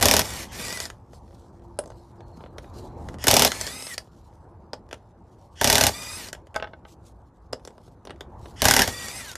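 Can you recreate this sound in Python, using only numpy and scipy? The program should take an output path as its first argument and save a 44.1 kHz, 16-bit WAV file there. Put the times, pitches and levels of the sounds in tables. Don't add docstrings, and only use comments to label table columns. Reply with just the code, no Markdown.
import sys
import numpy as np
from scipy import signal
from scipy.fft import rfft, irfft, next_fast_len
from scipy.io import wavfile
from scipy.ndimage import uniform_filter1d

SR = 44100
rng = np.random.default_rng(int(sys.argv[2]) if len(sys.argv) > 2 else 0)


def volts_from_decibels(level):
    exponent = np.asarray(level, float) / 20
    return 10 ** exponent


def log_audio(samples):
    frames = np.atleast_2d(samples).T
    limited = np.clip(frames, -1, 1)
    pcm = np.round(limited * 32767).astype(np.int16)
    wavfile.write(sys.argv[1], SR, pcm)


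N = 413216
TIME = np.arange(N) / SR


def unit(x):
    return x / np.sqrt(np.mean(x ** 2) + 1e-20)


def decay(t, t60):
    return volts_from_decibels(-60 * t / t60)


def along(points, hz):
    f, v = np.transpose(points)
    return np.interp(np.log(hz + 1), np.log(f + 1), v)


def curves(rows):
    s, *columns = np.transpose(rows)
    return [np.interp(TIME, s, column) for column in columns]


def bursts(spells, fade=0.01):
    gate = 0
    for rows in spells:
        inside = np.minimum(TIME - rows[0][0], rows[-1][0] - TIME)
        gate = gate + np.clip(inside / fade + 1, 0, 1)
    return np.minimum(gate, 1), *curves([row for rows in spells for row in rows])


def wobble(rate):
    knots = rng.standard_normal(int(N * rate / SR) + 2)
    return np.interp(TIME * rate, np.arange(len(knots)), knots)


def filtered(x, response):
    m = next_fast_len(x.shape[-1] + 8192)
    return irfft(rfft(x, m) * response(np.fft.rfftfreq(m, 1 / SR)), m)[..., :x.shape[-1]]


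def coloured(x, spectrum):
    return unit(filtered(x, lambda hz: volts_from_decibels(along(spectrum, hz))))


def modes(table):
    def response(f):
        total = 0
        for k, (centre, width, db) in enumerate(table):
            damping = 1j * f * width
            total = total + (-1) ** k * volts_from_decibels(db) * damping / (centre * centre - f * f + damping)
        return total
    return response


def rush(spectrum, patchy_db):
    z = signal.stft(rng.standard_normal(N + 512), nperseg=512)[2]
    field = uniform_filter1d(rng.standard_normal(z.shape), size=6, axis=0)
    field = uniform_filter1d(field, size=10, axis=1)
    noise = signal.istft(z * volts_from_decibels(patchy_db * unit(field)), nperseg=512)[1][:N]
    return coloured(noise, spectrum)


def add(track, s, sound):
    part = track[max(round(s * SR), 0):][:len(sound)]
    part += sound[:len(part)]


# (time [s], level [dB])
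ROAD_LEVEL = [(0, -38), (1, -51.5), (1.7, -52.5), (2.3, -50.5), (2.7, -46), (3.15, -41.5), (3.9, -56),
              (4.5, -53), (5.3, -54.5), (6.2, -52.5), (7.2, -55), (7.9, -55), (8.4, -46.5), (9.37, -54)]
# (frequency [Hz], level [dB per Hz])
ROAD_RUMBLE = [(12, -67.5), (20, -24), (59, 0), (75, -1.5), (119, -4), (151, -19), (250, -26), (320, -60),
               (550, -120)]
TYRE_ROAR = [(88, -37), (150, -4), (314, -9), (340, -4), (414, -13), (448, -10), (623, -12.5), (901, -10.5),
             (1930, -35.5), (3500, -52.5), (4550, -61), (7700, -120)]
# (start [s], end [s], level [dB])
IDLING_ENGINE = (1.36, 3.1, -59)


def traffic():
    road_db, = curves(ROAD_LEVEL)
    on, off, db = IDLING_ENGINE
    fade_in_s, fade_out_s = 0.32, 0.57
    drone_db, = curves([(on - fade_in_s, db - 28), (on, db), (off, db), (off + fade_out_s, db - 24)])
    drone = volts_from_decibels(drone_db + 3.6 * wobble(8.9)) * np.sin(2 * np.pi * 345 * TIME + 1.2 * wobble(21))
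    rumble = volts_from_decibels(road_db + 3 + 0.67 * wobble(3.9)) * rush(ROAD_RUMBLE, patchy_db=1.0)
    roar = volts_from_decibels(road_db + 0.3 * wobble(9.4)) * rush(TYRE_ROAR, patchy_db=2.5)
    return drone + rumble + roar


# (time [s], length [s], first pitch [Hz], held pitch [Hz], level [dB])
WHISTLES = [
    (1.94, .06, 5300, 4300, -75),
    (2.175, .14, 5700, 4250, -71),
    (2.32, .2, 4600, 4100, -71),
    (2.6, .13, 4200, 3750, -72),
    (2.73, .12, 4200, 3950, -66),
    (2.8, .2, 4150, 4050, -70),
]


def bird():
    out = np.zeros(N)
    flutter, waver_hz = volts_from_decibels(2 + 3.5 * wobble(70)), 130 * wobble(300)
    glide_s, attack_s, fade_db = 0.016, 0.0068, 7
    for s, length, from_hz, to_hz, db in WHISTLES:
        t = np.arange(round(length * SR)) / SR
        hz = to_hz + (from_hz - to_hz) * np.exp(-t / glide_s)
        hz = hz + waver_hz[round(s * SR):][:len(t)]
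        loudness = volts_from_decibels(db - fade_db * t / length) * np.minimum(t / attack_s, 1)
        add(out, s, loudness * np.sin(2 * np.pi * np.cumsum(hz) / SR))
    return out * flutter


# (start [s], end [s], steady rustle [dB])
HANDS_MOVING = [
    (.93, 3.2, -76.5),
    (4.018, 5.544, -81.5),
    (6.373, 8.543, -81),
]
# (time [s], length [s], peak level [dB])
RUBS = [(0.932, .08, -75), (1.155, 0.067, -67), (1.396, 0.29, -76.5), (1.997, 0.22, -73.5),
        (2.377, 0.12, -70), (2.662, 0.19, -71), (2.81, 0.13, -59), (3.08, 0.22, -67.5), (4.02, .1, -67),
        (4.219, 0.34, -74), (5.035, 0.17, -83), (5.313, 0.073, -75.5), (5.426, 0.072, -66),
        (5.555, .08, -72), (6.909, 0.07, -62), (7.075, 0.086, -66), (7.668, 0.1, -69), (7.83, 0.16, -68),
        (8.474, 0.11, -61), (8.543, 0.16, -66)]
# (frequency [Hz], level [dB per Hz])
CLOTH_HISS = [(1290, -33), (2200, -15), (3680, -7.5), (4050, -6), (6050, -7.5), (12100, -16), (15000, -27)]


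def gloves():
    gate, steady_db = bursts([[(start, db), (end, db)] for start, end, db in HANDS_MOVING], fade=0.05)
    rubs = sum(volts_from_decibels(db) * np.exp(-(2 * (TIME - s) / length) ** 2) for s, length, db in RUBS)
    grain = volts_from_decibels(3.4 * wobble(43) + 2.6 * wobble(400))
    return gate * (volts_from_decibels(steady_db) + rubs) * unit(grain * rush(CLOTH_HISS, patchy_db=2.5))


# (time [s], peak level [dB])
SOCKET_SLAPS = [(0.602, -33), (0.6503, -30.5), (0.6826, -25.5), (0.7051, -32), (0.7267, -25.5),
                (.7733, -26), (0.8023, -22.5), (0.8182, -32.5), (0.8545, -29.5), (3.4763, -15),
                (3.5183, -16), (3.6121, -21), (3.667, -23), (3.6741, -26.5), (3.8236, -30.5), (3.868, -31),
                (3.9425, -31.5), (3.9799, -21.5), (6.2864, -32.5), (6.3296, -23.5), (9.084, -26.5),
                (9.3155, -33), (9.3546, -25.5)]
# (time [s], peak level [dB], bright part [dB re peak])
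SOCKET_SEATING = [(0.901, -26.5, -10), (2.2056, -42.5, -14), (2.3726, -56, 3), (2.406, -41, -28),
                  (2.4387, -38, -34), (2.461, -40.5, -32), (2.5832, -27.5, -13.5), (2.6435, -43, -21),
                  (3.0873, -29.5, -13.5), (3.1422, -36, -12.5), (3.1854, -39.5, -8), (4.8896, -52, -5),
                  (4.9114, -32.5, -11), (4.9287, -22.5, -12.5), (4.942, -37, -7), (7.6509, -41, 0),
                  (7.675, -31.5, -10.5), (8.052, -38.5, -6), (8.072, -29.5, -20), (8.096, -33, -26),
                  (8.106, -27.5, -20), (8.457, -35, -18)]
SOCKET_HOME = [
    (8.208, -29, -9.5),
]
BOLTS_ON_PAVING = [(1.8384, -51, -4), (1.8587, -50, 1), (1.8754, -56, 4), (1.9024, -46, -6),
                   (1.9183, -51, -14), (7.5273, -39, 3)]
BOLT_ON_BRICK = [
    (1.789, -28, 0.4),
]
BOLTS_ON_PILE = [
    (4.7331, -28.5, -12),
    (4.74, -46, -6),
    (7.5315, -25, -11),
]
BOLT_ON_RIM = [(6.544, -33.5, -14), (6.553, -32, -20), (6.5615, -19.5, -12.5), (6.599, -27.5, -33),
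               (6.625, -20.5, -36.5), (6.6432, -31, -42), (6.6728, -40, -32), (6.734, -37, -36),
               (6.8511, -39.5, -35)]
# (time [s], peak level [dB])
FAINT_TOUCHES = [(0.8953, -47), (1.133, -44.5), (1.279, -56), (1.308, -53), (1.3284, -56), (1.5952, -56.5),
                 (1.62, -56.5), (4.0033, -48), (6.3494, -34), (6.4696, -45), (6.8887, -55), (4.865, -65),
                 (7.596, -54), (7.7055, -50), (7.78, -48.5), (7.878, -55), (8.1605, -52),
                 (4.073, -57),
    (4.115, -64),
    (4.301, -63),
    (4.3277, -58),
]
KNOCK_LEVELS = [-42.5, -37.5, -30.5, -43, -37.5]


def contacts():
    kinds = [
        [(s, db, -2) for s, db in SOCKET_SLAPS],
        SOCKET_SEATING + SOCKET_HOME,
        BOLTS_ON_PAVING + BOLT_ON_BRICK + BOLTS_ON_PILE,
        BOLT_ON_RIM,
        [(s, db, -11.5) for s, db in FAINT_TOUCHES],
    ]
    growth = 0.63
    rows = []
    for kind, knock_db in zip(kinds, KNOCK_LEVELS):
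        for s, db, bright_db in kind:
            rows.append((s, db, knock_db + growth * (db + 34.5), db + bright_db))
    return rows


# (frequency [Hz], level [dB per Hz])
DULL_CLICK = [(900, -30), (1300, -9), (1700, -3.5), (2400, -11), (3300, -4.5), (4200, -10), (7000, -21.5),
              (12000, -53.5)]
BRIGHT_CLICK = [(2500, -32), (4000, -5.5), (5000, 3.5), (6500, -3), (9000, -6.5), (13000, -19),
                (15000, -25.5), (16000, -59)]
# (frequency [Hz], width [Hz], level [dB])
RIM_KNOCK = [(258, 37, -7), (402.3, 180, -2), (654, 240, 0.5), (1300, 720, -11)]


def clicks():
    dull, bright, knocks = np.zeros((3, N))
    t = np.arange(SR // 8) / SR
    for s, db, knock_db, bright_db in contacts():
        dull_fall = decay(t, 0.023) + volts_from_decibels(-30.5) * decay(t, 0.2)
        bright_fall = 0.74 * decay(t, 0.0035) + decay(t, 0.019) + volts_from_decibels(-28.5) * decay(t, 0.15)
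        push = decay(t, 0.0018) + 0.51 * decay(t, 0.033) * rng.standard_normal(len(t))
        add(dull, s, volts_from_decibels(db) * dull_fall)
        add(bright, s, volts_from_decibels(bright_db) * bright_fall)
        add(knocks, s, volts_from_decibels(knock_db) * push)
    soft = volts_from_decibels(-3.0) * dull * rush(DULL_CLICK, patchy_db=-1.74)
    soft += volts_from_decibels(20.0) * filtered(knocks, modes(RIM_KNOCK))
    soft = filtered(soft, lambda hz: 1 / (1 + 1j * hz / 5000) ** 4)
    return soft + volts_from_decibels(-1.5) * bright * rush(BRIGHT_CLICK, patchy_db=4)


# (frequency [Hz], level [dB], 60 dB decay [s])
RIM_RING = [(656, -3.5, 0.046), (838, -3, 0.051), (1066, -6.5, 0.054), (1280, -9, 0.064),
            (1526, -3.5, 0.05), (1850, -20, 0.05), (2170, -8.5, 0.039), (2720, -12.5, 0.048),
            (5350, -21, .02)]
BRICK_RING = [(607, 1, 0.032), (1270, 6, 0.0091), (1700, -22, 0.006), (2760, -9, 0.0095),
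              (4130, -20, 0.0071), (6900, -6.5, 0.01), (8270, 2, 0.007), (8800, -2, 0.0081),
              (10370, -6, 0.02)]
PILE_RING = [(605, -1, 0.0089), (850, -7, 0.015), (1400, 2, 0.0058), (4070, -25, 0.025), (4980, 4, 0.0052),
             (5140, 0, 0.0077), (6250, -28, 0.05), (6600, -24, 0.03)]
SOCKET_CHINK = [(3330, 3.5, 0.011), (3610, -9.5, .04), (2250, -12, 0.022)]


def tumble():
    out, t = np.zeros(N), np.arange(SR // 8) / SR
    attack = 1 - np.exp(-t / 0.00027)
    landings = [(BOLT_ON_RIM, RIM_RING, -3.5), (BOLT_ON_BRICK, BRICK_RING, 10.5),
                (BOLTS_ON_PILE, PILE_RING, 5), (SOCKET_HOME, SOCKET_CHINK, 2)]
    for rows, ringing, gain_db in landings:
        for s, db, _ in rows:
            ring = 0
            for hz, mode_db, t60 in ringing:
                level_db = db + gain_db + mode_db + rng.normal(0, 2)
                ring = ring + volts_from_decibels(level_db) * decay(t, t60) * np.sin(2 * np.pi * hz * t)
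            add(out, s, attack * ring)
    return out * volts_from_decibels(4.2 * uniform_filter1d(wobble(600), size=40))


# (time [s], commutator tone [Hz], whirr level [dB], load on the gear teeth [dB])
FREE_RUNS = [
    [(.21, 1750, -41.5, -8), (.256, 1834, -36.5, -9), (.34, 1916, -36, -12), (.382, 1810, -36, -6),
     (.44, 1709, -39, -16), (.49, 1500, -62, -3)],
    [(.52, 1660, -45.5, -9), (.6, 1858, -36, -9), (.66, 1993, -38, 8), (.69, 1890, -37.5, 4),
     (.75, 2038, -38, -5), (.79, 1930, -42, 5), (.82, 2060, -39.5, -5), (.86, 1880, -43, 3),
     (.89, 1700, -54.5, -2)],
    [(3.46, 1678, -39, 4.5), (3.6, 1760, -38, -5), (3.656, 1775, -37.5, -1), (3.742, 2040, -43, 4),
     (3.8, 2100, -43.5, 3), (3.884, 2130, -43.5, 1), (3.94, 1835, -38.5, -3), (3.965, 1747, -60.5, 4)],
    [(5.885, 1760, -42.5, -13), (5.95, 1930, -41.5, 1.5), (6.0, 2000, -42, 1), (6.075, 1994, -40.5, -1.5),
     (6.1, 2010, -42, 2), (6.17, 2100, -41, 0), (6.275, 1570, -42, 0), (6.3, 1478, -51, -8)],
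    [(8.83, 1780, -38.5, -4), (8.93, 1894, -40, -6), (8.99, 1928, -41, -1.5), (9.044, 1913, -38.5, -6),
     (9.07, 1850, -40.5, -1), (9.122, 1991, -41, -8), (9.184, 2084, -40, -6), (9.3, 1540, -43, 3.5),
     (9.335, 1400, -47, -2)],
]
# (whine [dB re whirr], overtones [dB re whirr], gear teeth [dB re whirr])
RUN_VOICES = [
    (-13, -18.5, -8.5),
    (-7.5, -13, -11.5),
    (-6.5, -10.5, -11),
    (-11.5, -10, -6),
    (-6, -11, -4),
]
# (multiple of the commutator tone, level [dB])
COMMUTATOR_OVERTONES = [(3, -3.5), (4, 6.5), (5, 5), (6, -4.5)]
# (multiple of the mesh tone, level [dB])
GEAR_OVERTONES = [(1, -3.5), (2, -1.5), (3, 0), (4, 4.5), (5, -5.5), (6, -1.5), (7, -7)]
# (frequency [Hz], level [dB per Hz])
BRUSH_AND_FAN = [(35, -39), (60, -17.5), (253, -4), (311, -12), (787, -7.5), (1470, -11.5), (2390, -11),
                 (3090, -12), (4800, -11.5), (5390, -10), (13900, -20), (15300, -38.5)]
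# (end [s], length [s], final level [dB])
SPIN_UPS = [
    (0.558, 0.072, -40.5),
    (3.233, 0.039, -36.5),
    (5.614, .055, -41),
    (8.612, 0.049, -37.5),
]
# (frequency [Hz], level [dB per Hz])
SPIN_UP_NOISE = [(1060, -40.5), (1800, -6), (2380, -17.5), (3240, -1.5), (3920, -23), (5090, -10),
                 (11400, -27.5), (12000, -33), (15600, -64), (22000, -120)]


def motor():
    gate, hz, whirr_db, load_db = bursts(FREE_RUNS)
    voices = [(run[end][0], *voice) for run, voice in zip(FREE_RUNS, RUN_VOICES) for end in (0, -1)]
    whine_db, upper_db, tooth_db = whirr_db + curves(voices)

    slowing_hz_per_s = -uniform_filter1d(np.gradient(hz), size=900) * SR
    coasting = np.clip(slowing_hz_per_s / 2700, 0, 1)
    upper_db = upper_db + 3 * (hz - 2000) / 100
    tooth_db = tooth_db + load_db - 9 * coasting
    whine_db = whine_db + 3 * coasting

    uneven_speed = 1 + 0.0036 * wobble(60) + 0.0036 * wobble(250)
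    turn = 2 * np.pi * np.cumsum(hz * uneven_speed) / SR
    whine = volts_from_decibels(whine_db + 0.5 + 3 * wobble(35)) * np.sin(turn + 0.5 * wobble(150))
    for k, db in COMMUTATOR_OVERTONES:
        whine += volts_from_decibels(upper_db + db + 1.8 * wobble(40)) * np.sin(k * turn)

    mesh = 0.611 * turn + 0.5 * wobble(150)
    gears = np.zeros(N)
    for k, db in GEAR_OVERTONES:
        beading = volts_from_decibels(5.5 * np.sin(turn / 76 + k) + 2 * wobble(45))
        gears += volts_from_decibels(tooth_db + db) * beading * np.sin(k * mesh)

    flicker = volts_from_decibels(1.9 * wobble(300) + 0.68 * wobble(51))
    whirr = unit(flicker * rush(BRUSH_AND_FAN, patchy_db=2.0))
    rises = [[(s - length, db - 14.5), (s, db)] for s, length, db in SPIN_UPS]
    starting, start_db = bursts(rises, fade=0.0057)
    spin_up = starting * volts_from_decibels(start_db) * rush(SPIN_UP_NOISE, patchy_db=-2.5)
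    return gate * (whine + gears + volts_from_decibels(whirr_db + 0.5) * whirr) + spin_up


# (time [s], peak level [dB])
SLACK_TAPS = [(.0002, -23), (.0115, -12.5), (0.0166, -14.5), (3.2403, -13), (3.2694, -3), (5.613, -6.5),
              (5.6345, -18), (8.619, -5), (8.6415, -13), (8.6453, -13), (8.8762, -11)]
# (time [s], peak level [dB], rebound [dB re blow], spoke ring [dB re that bolt's usual])
HAMMER_BLOWS = [(0.0254, 1, -9, -0.75), (0.0551, 0, -9, 0), (0.0837, -0.5, -11.5, -2),
                (0.1113, -1, -9, -1.6), (0.1374, -2.5, -9.5, -1), (0.165, -1.5, -9, -1.3),
                (0.192, -2.5, -9.5, -1.05), (3.2811, 0.5, -6.5, -3.9), (3.311, 0.5, -7.5, -0.9),
                (3.3389, -0.5, -9, 1.2), (3.3657, 1, -8, -2.9), (3.3938, -0.5, -9.5, 0.6),
                (3.4206, 0, -9.5, -0.5), (3.4477, 1, -12, 0), (5.6428, -0.5, -8, -1.5),
                (5.6732, -1.5, -8, -3), (5.699, -0.5, -8.5, 0.7), (5.7268, -1, -10, -0.5),
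                (5.7538, -1, -11, -0.6), (5.7805, -2.5, -8.5, 3.2), (5.8096, -0.5, -9.5, -0.5),
                (5.8366, -1, -8.5, 0), (5.8663, -1.5, -12.5, -0.6), (8.6531, 0.5, -9.5, -1.2),
                (8.6831, -0.5, -7, -1.5), (8.7093, -0.5, -8.5, -0.7), (8.737, -2.5, -9.5, -1),
                (8.7639, -1, -9, -0.2), (8.7908, 0, -9, 0.7), (8.818, -3, -9.5, 0.8)]
BLOWS_PER_BOLT = [7, 7, 9, 7]
# (thud [dB re blow], spoke ring [dB re blow])
BOLT_SOUNDS = [
    (-14, -22),
    (-14, -23.5),
    (-16, -18.5),
    (-15, -13.5),
]


def blows():
    rows = [(s, db, -10.5, -16, -30) for s, db in SLACK_TAPS]
    seats = np.repeat(BOLT_SOUNDS, BLOWS_PER_BOLT, axis=0)
    scatter = 1.5 * rng.standard_normal(len(HAMMER_BLOWS))
    lag_s = 0.0007
    for (s, db, rebound_db, ring_db), (thud_db, spoke_db), extra_db in zip(HAMMER_BLOWS, seats, scatter):
        rows.append((s + lag_s, db, thud_db + extra_db, spoke_db + ring_db, rebound_db))
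    return sorted(rows)


# (frequency [Hz], level [dB per Hz])
ANVIL_CLATTER = [(530, -24), (900, -4), (1610, -12), (2160, -7), (2410, -7.5), (3360, -3.5), (4410, -5.5),
                 (5140, -1), (8870, -8), (13800, -8.5), (15300, -28.5)]
# (frequency [Hz], width [Hz], level [dB])
SOCKET_MODES = [(2140, 43, -4.5), (3400, 170, -6), (5140, 97, 3.5), (5770, 75, -8.5), (10100, 61, -1)]
CRACK_MODES = [(1700, 470, -7.5), (3332, 520, -3), (5200, 1100, -4), (8800, 3000, -4.5), (12500, 3000, -11)]
WHEEL_MODES = [(68.5, 74, -2.5), (114, 160, -4.5), (205, 44, -3.5), (260, 48, -5), (414, 44, -4),
               (595, 150, -4.5), (768, 100, 0.5), (867, 160, -5)]
SPOKE_MODES = [(1500, 180, 2.5), (1810, 240, 5), (2170, 60, -0.5)]


def hammer():
    clatter, shake, strikes, thuds, spokes = np.zeros((5, N))
    t = np.arange(SR // 10) / SR
    rows = blows()
    waits = np.diff(np.transpose(rows)[0], append=99)
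    lateness = 0.0005 * rng.standard_normal(len(rows))
    for (s, db, thud_db, spoke_db, rebound_db), wait, late in zip(rows, waits, lateness):
        past_cam = np.clip((t - min(wait, 0.029) + 0.0036) / 0.001, -50, 50)
        rattle = volts_from_decibels(-15) * decay(t, 0.4) / (1 + np.exp(past_cam))
        since = t - min(wait, 0.032) + 0.0075 - late
        rebound = volts_from_decibels(rebound_db + 3) * decay(np.abs(since), 0.009) * (since > 0)
        crash = 1.3 * volts_from_decibels(-60 * (t / 0.0075) ** 2) + 0.32 * decay(t, 0.11) + volts_from_decibels(-27.0) * decay(t, 0.23)
        add(clatter, s, volts_from_decibels(db) * crash)
        add(shake, s, volts_from_decibels(db) * (rattle + rebound))
        add(strikes, s, volts_from_decibels(db) * decay(t, 0.00066))
        add(thuds, s, volts_from_decibels(db + thud_db) * (decay(t, 0.052) + 0.78 * rattle + 2.4 * rebound))
        add(spokes, s, volts_from_decibels(db + spoke_db) * (decay(t, 0.011) + 1.4 * rattle))

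    noise = volts_from_decibels(-13.5 + 1.3 * wobble(700)) * coloured(rng.standard_normal(N), ANVIL_CLATTER)
    rattling = 1.4 * shake * volts_from_decibels(2.4 * wobble(330)) * noise
    rattling = filtered(rattling, lambda hz: 1 / (1 + 1j * hz / 9000) ** 2)
    contact = strikes * np.sign(rng.standard_normal(N))
    ring = volts_from_decibels(1.5) * filtered(contact, modes(SOCKET_MODES))
    crack = volts_from_decibels(-6) * filtered(contact, modes(CRACK_MODES))
    wheel = volts_from_decibels(18.0) * filtered(thuds * rng.standard_normal(N), modes(WHEEL_MODES))
    spoke = volts_from_decibels(13.5) * filtered(spokes * rng.standard_normal(N), modes(SPOKE_MODES))
    return clatter * noise + rattling + ring + crack + wheel + spoke


# (frequency [Hz], 60 dB decay [s])
YARD_DECAY = [(200, 0.27), (2000, 0.099), (10000, 0.11)]


def yard(x):
    hz, t, z = signal.stft(rng.standard_normal(SR // 3), SR, nperseg=256)
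    fading = decay(t, along(YARD_DECAY, hz)[:, None])
    tail = signal.istft(z * fading, SR, nperseg=256)[1]
    return signal.fftconvolve(x, tail / np.linalg.norm(tail))[:N]


# (frequency [Hz], level [dB per Hz])
STEREO_HISS = [(1000, -40), (2500, -1), (11000, 2.5), (13500, -3), (15000, -35)]


def scene():
    far = bird()
    near = clicks() + tumble() + motor() + hammer()
    echo = volts_from_decibels(-10.5) * yard(near + 3 * far)
    mid = traffic() + far + gloves() + near + echo
    side = volts_from_decibels(-86) * rush(STEREO_HISS, patchy_db=4.5)
    return np.array([mid + side, mid - side])


def top_cut(x):
    return signal.sosfilt(signal.butter(12, 15850, fs=SR, output="sos"), x)


def record(dry):
    clipped = dry / (1 + np.abs(dry / 0.92) ** 8) ** (1 / 8)
    mix = filtered(clipped, lambda hz: 1 / (1 + (hz / 14900) ** 40))
    return top_cut(mix)


dry = scene()
out = record(dry)
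log_audio(out)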